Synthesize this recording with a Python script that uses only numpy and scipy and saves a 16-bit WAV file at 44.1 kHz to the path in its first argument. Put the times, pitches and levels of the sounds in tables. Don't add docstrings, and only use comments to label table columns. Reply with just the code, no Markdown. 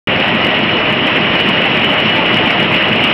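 import sys
import numpy as np
from scipy import signal
from scipy.fft import rfft, irfft
from scipy.io import wavfile
from scipy.ndimage import uniform_filter1d

SR = 44100
rng = np.random.default_rng(int(sys.argv[2]) if len(sys.argv) > 2 else 0)


def to_linear_factor(level_db):
    exponent = np.asarray(level_db, float) / 20
    return 10 ** exponent


def generate_wav(sig):
    pcm = np.round(np.clip(np.atleast_2d(sig).T, -1, 1) * 32767).astype(np.int16)
    wavfile.write(sys.argv[1], SR, pcm)


N = 138033
TURN_HZ = 3.5144
CAMERA_STEP = 4


def level(x, rms_db):
    return x * to_linear_factor(rms_db) / np.sqrt(np.mean(x ** 2))


def shape(table, hz):
    pitch_hz, level_db = np.array(table).T
    return to_linear_factor(np.interp(np.log(hz + 1), np.log(pitch_hz), level_db))


def walk(rate_hz):
    hold = int(SR / rate_hz)
    steps = np.repeat(rng.standard_normal(N // hold + 1), hold)
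    slewed = uniform_filter1d(uniform_filter1d(steps, hold), hold)[:N]
    return (slewed - slewed.mean()) / slewed.std()


def tone(pitch_hz, rms_db):
    cycles = np.cumsum(pitch_hz) / SR + rng.random()
    return np.sqrt(2) * to_linear_factor(rms_db) * np.sin(2 * np.pi * cycles)


# crest_s (burst centre, into the turn), pitch_hz, peak_db
TURN_KNOCKS = [(0.0075, 195, -19), (0.015, 305, -20), (0.0306, 270, -19), (0.0344, 150, -19),
               (0.0452, 390, -20), (0.0454, 225, -22), (0.0589, 145, -19), (0.0669, 325, -19),
               (0.0672, 215, -11), (0.0903, 135, -22), (0.0907, 200, -16), (0.1095, 220, -22),
               (0.1182, 195, -15), (0.1255, 245, -19), (0.1356, 150, -22), (0.1505, 205, -20),
               (0.1555, 330, -21), (0.1659, 110, -24), (0.1696, 245, -17), (0.1706, 330, -19),
               (0.1719, 165, -19), (0.1966, 240, -15), (0.2039, 335, -20), (0.205, 165, -22),
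               (0.2672, 205, -23), (0.284, 140, -25)]


def knocks():
    ring_cycles, scatter_db, jitter_s = 1.2, .8, .00015
    half, turns = 2048, 13
    t = np.arange(-half, half) / SR
    out = np.zeros(N + 4 * half)
    for crest_s, pitch_hz, peak_db in TURN_KNOCKS:
        spread_s = ring_cycles / np.sqrt(pitch_hz * 200)
        burst = np.exp(-.5 * (t / spread_s) ** 2) * np.cos(2 * np.pi * pitch_hz * t)
        for turn in range(turns):
            late, loud = rng.standard_normal(2)
            i = int((crest_s + turn / TURN_HZ + jitter_s * late) * SR)
            if 0 <= i < N + half:
                out[i:i + len(t)] += to_linear_factor(peak_db + scatter_db * loud) * burst
    return out[half:half + N]


# pitch_hz, level_db (per Hz)
RUMBLE_SPECTRUM = [(30, -20), (75, -14), (100, -6), (200, -3), (350, -1), (520, -4), (900, -13),
                   (2500, -60)]


def rumble():
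    size = round(SR / TURN_HZ)
    hz = np.arange(size // 2 + 1) * TURN_HZ
    turn = irfft(rfft(rng.standard_normal(size)) * shape(RUMBLE_SPECTRUM, hz), size)
    return level(np.resize(turn, N), -26.5)


# pitch_hz, rms_db, wander_hz, flutter_db
GEAR_TONES = [(76, -44.5, 1, -0.5), (105.4, -39, .3, 1.5), (329.2, -35.5, 3, 2.1),
              (615.6, -28.5, 1.15, 1.5), (538, -37.5, 2.2, 4), (633.6, -37.5, 1.1, 2), (707, -35.5, 4, 3.5),
              (882, -44.5, 3.1, 7.5), (1785, -37, 3.6, -1), (1900, -33.5, 10, 3.5), (1986, -31, 13, 2),
              (4120, -50.5, 20, 2), (5474, -65.5, 7, 1)]


def gears():
    out = np.zeros(N)
    for pitch_hz, rms_db, wander_hz, flutter_db in GEAR_TONES:
        out += tone(pitch_hz + wander_hz * walk(12), rms_db + flutter_db * walk(20))
    return out


# time_s, pitch_hz, rms_db
WHINE_PATH = [(.07, 2910, -29.5), (.3, 2915, -34.5), (.45, 2919, -28), (.58, 2942, -29.5), (.85, 2954, -29),
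              (1.1, 2910, -37.5), (1.42, 2917, -22.5), (1.6, 2915, -26), (1.8, 2964, -29.5),
              (1.95, 2960, -24.5), (2.2, 2924, -22), (2.35, 2905, -24), (2.5, 2883, -31), (2.8, 2906, -26),
              (3.13, 2935, -24)]


def whine():
    wander_hz, flutter_db = 11.98, 3
    halo_hz, halo_width_hz, halo_db = 2910, 40, -26.5
    time_s, pitch_hz, rms_db = np.array(WHINE_PATH).T
    t, hz = np.arange(N) / SR, np.arange(N // 2 + 1) * SR / N
    pitch = np.interp(t, time_s, pitch_hz) + wander_hz * walk(30)
    loudness = np.interp(t, time_s, rms_db) + flutter_db * walk(40)
    squeal = tone(pitch, loudness)
    window = np.exp(-.5 * ((hz - halo_hz) / halo_width_hz) ** 2)
    halo = irfft(rfft(rng.standard_normal(N)) * window, N)
    return squeal + level(halo, halo_db)


# pitch_hz, level_db (per Hz)
ROAR_SPECTRUM = [(25, -27), (85, -20), (180, -7), (450, -8.5), (1000, -10.5), (1700, -12), (1900, -9.5),
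                 (2900, -5.5)]
# pitch_hz, level_db
MIC_RESPONSE = [(2940, 1.5), (3110, -3.5), (3510, -13.5), (4010, -20), (4510, -29.5), (5000, -31.5),
                (5400, -22.5), (5520, -35)]


def roar():
    swell_db, throb_db, throb_s = .15, .03, .03
    shared_db, flicker_db = .34, 1.48
    hz, t = np.arange(N // 2 + 1) * SR / N, np.arange(N) / SR
    spectrum = rfft(rng.standard_normal(N)) * shape(ROAR_SPECTRUM, hz)
    throb = throb_db * np.cos(2 * np.pi * TURN_HZ * (t - throb_s))
    common = swell_db * walk(1.5) + throb
    walks = [walk(25) for _ in range(19)]
    out = np.zeros(N)
    for k in range(18):
        place = 2 * np.log2((hz + 1) / 25) - k
        band = irfft(spectrum * np.clip(1 - np.abs(place), 0, 1), N)
        own = shared_db * (walks[k] + walks[k + 1]) + flicker_db * walk(60)
        out += band * to_linear_factor(common + min(k / 8, 1) * own)
    in_band = hz < SR / CAMERA_STEP / 2
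    return level(irfft(rfft(out) * shape(MIC_RESPONSE, hz) * in_band, N), -13.5)


def scene():
    return (knocks() + rumble() + gears() + whine() + roar())[None]


def low_pass(x):
    return signal.sosfilt(signal.butter(12, 15900, fs=SR, output="sos"), x)


def record(dry):
    first_clip, second_clip, offset = .7, .706, -.0017
    image_hz, starts_s = 5512, .0726
    kept = np.arange(N) % CAMERA_STEP == 0
    x = CAMERA_STEP * kept * np.clip(dry + offset, -first_clip, first_clip)
    x = signal.sosfiltfilt(signal.butter(14, image_hz, fs=SR, output="sos"), x)
    x = np.clip(x, -second_clip, second_clip)
    x = x * (np.arange(N) >= starts_s * SR)
    return low_pass(x)


dry = scene()
out = record(dry)
generate_wav(out)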